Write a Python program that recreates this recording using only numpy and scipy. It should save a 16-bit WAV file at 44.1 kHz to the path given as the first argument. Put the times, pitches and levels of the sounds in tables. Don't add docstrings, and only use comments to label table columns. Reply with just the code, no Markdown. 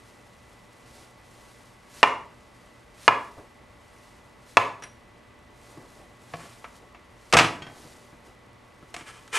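import sys
import numpy as np
from scipy import signal
from scipy.fft import rfft, irfft
from scipy.io import wavfile

SR = 44100
rng = np.random.default_rng(int(sys.argv[2]) if len(sys.argv) > 2 else 0)


def bounce(signal):
    frames = np.transpose(np.atleast_2d(signal))
    limited = np.clip(frames, -1, 1)
    pcm = np.round(limited * 32767).astype(np.int16)
    wavfile.write(sys.argv[1], SR, pcm)


N = 413658
TIME_S = np.arange(N) / SR
BLOW_S = TIME_S[:SR // 3]
BAND_EDGES_HZ = np.geomspace(70, 14000, 24)

# t/s, level/dB, low-pass/Hz, crack/dB, spot f/Hz, spot/dB, thump/dB, thump f/Hz
KNOCKS = [(2.0298, 1, 4400, -15, 2884, -3, -36.5, 126), (3.079, 0.5, 4750, -18, 2300, -15, -30, 113),
          (4.57, -1, 5200, -14, 2550, 1, -28, 107)]
# t/s, level/dB, low-pass/Hz, t60/s, counter thump/dB
TAPS = [(4.823, -40, 4980, 0.16, -73), (4.836, -40, 3500, 0.091, -51), (5.774, -49, 600, 0.22, -39.5),
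        (6.337, -36, 3600, 0.081, -39), (6.643, -36.5, 2050, 0.07, -67), (6.947, -46.5, 2870, 0.13, -73),
        (7.3259, -18.5, 8600, 0.056, -57), (7.3341, -17.5, 2500, 0.035, -37),
        (7.3370, -13.5, 6600, 0.057, -26), (7.3480, -18, 1200, 0.086, -38), (7.352, -17, 650, 0.023, -38),
        (7.3683, -9.5, 7140, 0.16, -22.5), (7.3878, -14, 5400, 0.02, -38), (7.3946, -13, 4150, 0.052, -33),
        (7.4089, -15.5, 3860, 0.21, -25), (7.445, -23.5, 4630, 0.17, -26), (7.62, -40.5, 5000, 0.17, -39),
        (7.667, -43.5, 3000, 0.11, -42), (7.698, -48.5, 695, 0.044, -48), (7.851, -54, 900, .06, -42.5),
        (8.126, -51.5, 990, 0.14, -47), (8.826, -51.5, 1100, 0.058, -46), (8.9419, -34.5, 9000, 0.049, -55),
        (8.9645, -37.5, 8900, 0.046, -44), (9.009, -45, 5000, 0.055, -44.5), (9.277, -50, 7900, 0.044, -73)]
# t/s, level/dB
JOINT_THUDS = [(6.339, -30), (7.334, -11.5), (7.348, -13.5)]
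HIGH_RINGS = [(4.823, -47.5), (4.837, -39), (7.372, -36)]
CROCKERY_CLINKS = [(7.622, -41.5), (7.667, -49.5)]
# peak t/s, level/dB, swell/s, fade/s
WET_STROKES = [(0.02, -62, .2, 0.55), (.5, -64.5, 0.22, 0.67), (.99, -55, 0.2, 0.13),
               (1.42, -58.5, 0.31, 0.51), (2.005, -47.5, 0.11, 0.029), (2.075, -48, .01, .02),
               (2.6, -65.5, 0.51, 0.43), (3.06, -48, 0.098, 0.02), (3.2, -59.5, 0.12, 0.34),
               (4.03, -61.5, 0.31, 0.32), (4.52, -56.5, 0.13, 0.08), (5.68, -58, .14, 0.22),
               (5.96, -59, 0.16, .15), (6.42, -54.5, 0.25, 0.37), (6.76, -57.5, .03, .03),
               (7.31, -59, 0.18, 0.037), (7.82, -54.5, 0.19, 0.34), (8.27, -62, 0.049, .08),
               (9.13, -61, 0.4, 0.88)]
BOARD_DRAGS = [(6.405, -51, 0.026, .13), (8.985, -45, 0.017, 0.043), (9.083, -42, 0.023, 0.039),
               (9.16, -52, 0.055, 0.06), (9.331, -32, 0.0031, .03), (9.358, -23, 0.021, 0.052)]
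SLEEVE_SHIFTS = [(1.0, -58.5, .12, 0.14), (1.4, -62, 0.22, 0.16), (3.39, -46, 0.019, 0.059),
                 (5.84, -52, 0.19, .07), (6.02, -55.5, 0.14, .1), (6.45, -53.5, 0.27, 0.11),
                 (6.84, -56, .04, 0.034), (7.6, -51, 0.26, 0.41), (8.27, -53, 0.053, 0.065)]
# f/Hz, level/dB, t60/s
BOARD_MODES = [(292, -22, 0.067), (428, -14, 0.029), (709, -16.5, 0.087), (978, -22.5, 0.13),
               (1190, -10.5, 0.04), (1293, -12, 0.068), (1718, -12.5, 0.043), (2278, -9, 0.027),
               (2477, -14, 0.061), (2935, -12.5, 0.03), (5850, -28, 0.014)]
WEIGHTED_BOARD_MODES = [(165, -10, 0.28), (473, -4.5, 0.065), (688, -2.5, 0.074), (1110, -2, 0.07)]
COUNTER_MODES = [(108.8, -10.5, 0.38), (150, -1, 0.097), (253.6, -5.5, 0.12), (328, -1.5, 0.068)]
HIGH_RING_MODES = [(5740, 4.5, 0.046), (8150, -11, 0.092), (10700, -6, 0.056)]
CROCKERY_MODES = [(1530, -2.5, 0.28), (1870, 1, 0.068), (3227, 3, 0.11), (4360, -9, 0.084),
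                  (5370, -14, 0.17), (6648, -14, 0.12)]
# f/Hz, relative level/dB
CROWDED_MODE_SPECTRUM = [(200, -11), (450, -6.5), (700, 2), (930, -1.5), (1150, 0.5), (1700, 0.5),
                         (2600, 1.5), (3400, -4.5), (5500, -6.5), (7500, -6), (10000, -10.5), (13000, -18)]
SLICE_SPECTRUM = [(1500, 4), (3200, 3), (4000, 4), (5300, 3), (9000, 1), (11500, -3.5), (13000, -8.5)]
SCRAPE_SPECTRUM = [(180, -49), (300, -22), (467, -1), (660, -21), (877, -1.5), (1200, -6), (1300, 7),
                   (1410, -4), (2290, -0.5), (2520, -6.5), (2860, -2.5), (3920, -14.5), (4810, -14),
                   (8900, -12), (13000, -33)]
RUSTLE_SPECTRUM = [(80, 4.5), (170, 0), (330, 9.5), (750, 7.5), (1500, -5), (3000, -17), (8000, -30)]
REVERB_SPECTRUM = [(100, -13), (300, -6), (600, -9.5), (1000, -5.5), (1600, -10), (2500, -9), (4000, -11.5),
                   (8000, -11), (12000, -6)]
AIR_SPECTRUM = [(12, -32), (20, -14.5), (48, -1), (92, -3.5), (124, -0.5), (146, -10.5), (172, -5),
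                (446, -9.5), (585, -11), (635, -11), (1100, -10.5), (1600, -17), (1940, -14.5), (2410, -18),
                (13400, -43)]
# f/Hz, t60/s
REVERB_T60 = [(100, 0.72), (400, 0.48), (1000, 0.41), (2500, 0.3645), (5000, 0.39), (12000, 0.38)]
# f/Hz, side re mid/dB
AIR_WIDTH = [(60, -20), (110, -15.5), (200, -8.5), (360, -3.5), (650, -4.5), (1200, -7), (2200, -8.5),
             (3800, -8.5), (5000, -26.5), (13000, -29)]
# f/Hz, peak level/dB
HUM_LINES = [(118.4, -64), (236.9, -67), (479.1, -69), (586.8, -64.5), (877.5, -68.5), (1120, -66),
             (1992, -64)]


def knocks(snap_hz=1350, snap_db=1.5, rebound_s=0.0056, hollow_hz=975, hollow_db=-6, hollow_s=0.008):
    out = np.zeros(N)
    cycles = snap_hz * BLOW_S
    snap = from_db(snap_db) * np.sin(2 * np.pi * cycles) * (cycles < 1)
    swell = np.sin(np.pi * np.minimum(BLOW_S / hollow_s, 1)) ** 2
    hollow = from_db(hollow_db) * swell * np.sin(2 * np.pi * hollow_hz * BLOW_S)
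    for start_s, db, lowpass_hz, crack_db, spot_hz, spot_db, thump_db, thump_hz in KNOCKS:
        body = ring(shifted_board_modes(), from_db(1.5 * rng.standard_normal(len(BOARD_MODES))))
        spot = ring([(spot_hz, spot_db, 0.018)]) * (1 - np.exp(-BLOW_S / 0.0018))
        crack = from_db(crack_db) * crowded_modes(t60_s=0.038, damping=1.0)
        slap = from_db(crack_db - 7) * cut(crowded_modes(t60_s=0.055), 3200)
        thump = ring([(thump_hz, thump_db, 0.24)]) * (1 - np.exp(-BLOW_S / 0.017))
        add(out, start_s, from_db(db) * cut(snap + body + spot + crack, lowpass_hz) + thump)
        add(out, start_s + rebound_s, from_db(db) * (hollow + slap))
    return out


def taps(modes_db=-5):
    out = np.zeros(N)
    for start_s, db, lowpass_hz, t60_s, thump_db in TAPS:
        modes = ring(shifted_board_modes(), rng.standard_normal(len(BOARD_MODES)))
        body = from_db(modes_db) * unit_blow(modes)
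        tap = unit_blow(cut(body + crowded_modes(t60_s), lowpass_hz))
        thump = ring(COUNTER_MODES, rng.choice([-1, 1], len(COUNTER_MODES)))
        add(out, start_s, from_db(db) * tap + from_db(thump_db) * thump)
    return out


def shifted_board_modes(spread=0.06):
    hz, db, t60_s = np.transpose(BOARD_MODES)
    shift = spread * np.clip(hz / 1000 - 1, 0, 1) * rng.standard_normal(len(hz))
    return np.column_stack([hz * (1 + shift), db, t60_s])


def crowded_modes(t60_s, damping=0.13):
    def decay(hz):
        return from_db(-60 * BLOW_S / t60_s * (hz / 2000) ** damping)
    return unit_blow(dying_noise(CROWDED_MODE_SPECTRUM, decay, len(BLOW_S)))


def rings(onsets, modes):
    out = np.zeros(N)
    for start_s, db in onsets:
        add(out, start_s, from_db(db) * ring(modes))
    return out


def scraping(modes_db=-7):
    slips = clicks(per_s=7000, spread_db=2)
    body = rms_one(cut(signal.oaconvolve(slips, ring(BOARD_MODES))[:N], 820, "high"))
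    return movements(BOARD_DRAGS) * (colour(slips, SCRAPE_SPECTRUM) + from_db(modes_db) * body)


def slicing(resting_db=-70.5, flutter_db=1.06, snaps_db=-11, ticks_db=-77, film_hz=8000):
    fibres = clicks(per_s=8000, spread_db=-0.5)
    snaps = from_db(snaps_db) * clicks(per_s=90, spread_db=1.0)
    speed = np.hypot(movements(WET_STROKES), from_db(resting_db))
    burst = rng.standard_normal(SR // 200) * np.exp(-TIME_S[:SR // 200] / 0.00081)
    films = signal.oaconvolve(clicks(per_s=18, spread_db=1.5), burst)[:N]
    films = rms_one(cut(films, [film_hz / 2.1, film_hz * 1.35], "band"))
    ticks = from_db(ticks_db) * np.sqrt(rms_one(speed)) * films
    flutter = from_db(flutter_db * drift(rate_hz=60))
    return speed * flutter * colour(fibres + snaps, SLICE_SPECTRUM) + ticks


def rustling(flutter_db=2):
    flutter = from_db(flutter_db * drift(rate_hz=35))
    return movements(SLEEVE_SHIFTS) * flutter * colour(rng.standard_normal(N), RUSTLE_SPECTRUM)


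def tail(x, first_s=0.003, plateau_s=0.038):
    t = TIME_S[:SR // 2]
    onset = np.clip(t / first_s - 1, 0, 1)
    dying_s = np.logaddexp(0, (t - plateau_s) * 100) / 100
    def envelope(hz):
        return onset * from_db(-60 * dying_s / at_hz(REVERB_T60, hz))
    return signal.oaconvolve(x, dying_noise(REVERB_SPECTRUM, envelope, len(t)))[:N]


def appliance_hum(waver_rad=0.76):
    return sum(from_db(db) * np.sin(2 * np.pi * hz * TIME_S + waver_rad * drift(rate_hz=12))
               for hz, db in HUM_LINES)


def room_tone(rms_db=-54.5):
    return from_db(rms_db) * colour(rng.standard_normal(N), AIR_SPECTRUM)


def ring(modes, strengths=1):
    hz, db, t60_s = np.transpose(modes)[:, :, None]
    waves = from_db(db - 60 * BLOW_S / t60_s) * np.sin(2 * np.pi * hz * BLOW_S)
    return (strengths * (-1) ** np.arange(len(modes))) @ waves


def movements(rows, drop_db=12, roundness=1.56):
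    power = np.zeros(N)
    for peak_s, db, swell_s, fade_s in rows:
        away = np.maximum((peak_s - TIME_S) / swell_s, (TIME_S - peak_s) / fade_s)
        near = away < 4
        power[near] += from_db(db - drop_db * away[near] ** roundness) ** 2
    return np.sqrt(power)


def dying_noise(spectrum, envelope, size):
    white = rng.standard_normal((2, size + 2000))
    out = np.zeros(size)
    for k, (low_hz, high_hz) in enumerate(zip(BAND_EDGES_HZ, BAND_EDGES_HZ[1:])):
        hz = np.sqrt(low_hz * high_hz)
        band = cut(white[k % 2], [low_hz, high_hz], "band")[-size:] * envelope(hz)
        flat_gain = np.sqrt(2 * (high_hz - low_hz) / SR / np.sum(band ** 2))
        out += band * flat_gain * from_db(at_hz(spectrum, hz))
    return out


def clicks(per_s, spread_db):
    sizes = from_db(spread_db * np.minimum(rng.exponential(1, N), 4)) * rng.choice([-1, 1], N)
    return rms_one(sizes * (rng.random(N) < per_s / SR))


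def drift(rate_hz):
    knots = rng.standard_normal(N // 20)
    return np.interp(TIME_S * rate_hz, np.arange(len(knots)), knots)


def equalise(x, spectrum):
    return irfft(rfft(x) * from_db(at_hz(spectrum, np.arange(N // 2 + 1) * SR / N)), N)


def colour(x, spectrum):
    return rms_one(equalise(x, spectrum))


def cut(x, hz, kind="low", order=2):
    return signal.sosfilt(signal.butter(order, hz, kind, fs=SR, output="sos"), x)


def at_hz(points, hz):
    table_hz, values = np.transpose(points)
    return np.interp(np.log(np.maximum(hz, 1)), np.log(table_hz), values)


def add(track, start_s, sound):
    start = round(start_s * SR)
    track[start:start + len(sound)] += sound[:N - start]


def unit_blow(x):
    return x * np.sqrt(SR / 100 / np.sum(x ** 2))


def rms_one(x):
    return x / np.sqrt(np.mean(x ** 2) + 1e-20)


def from_db(db):
    return 10 ** (np.asarray(db) / 20)


def scene(nearby_s=0.0007, nearby_db=-20, reverb_side_db=-14, side_band_hz=(330, 3500)):
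    chops = cut(knocks(), 67, "high")
    wall_chops = cut(knocks(), 65, "high")
    thuds = rings(JOINT_THUDS, WEIGHTED_BOARD_MODES)
    high_ring = rings(HIGH_RINGS, HIGH_RING_MODES)
    crockery = rings(CROCKERY_CLINKS, CROCKERY_MODES)
    handling = cut(taps() + thuds + high_ring + crockery + scraping(), 65, "high")
    direct = chops + handling
    reverb = tail(handling + np.sqrt(0.5) * chops) + tail(np.sqrt(0.5) * wall_chops)
    mid = direct + reverb + slicing() + rustling() + room_tone() + appliance_hum()
    nearby = from_db(nearby_db) * np.roll(direct, round(nearby_s * SR))
    reflections = nearby + from_db(reverb_side_db) * tail(direct)
    side = cut(reflections, side_band_hz, "band", order=6) + equalise(room_tone(), AIR_WIDTH)
    return np.array([mid + side, mid - side])


def record(dry, cutoff_hz=13300):
    rounded = dry / (1 + dry ** 8) ** (1 / 8)
    return cut(rounded, cutoff_hz, order=16)


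dry = scene()
out = record(dry)
bounce(out)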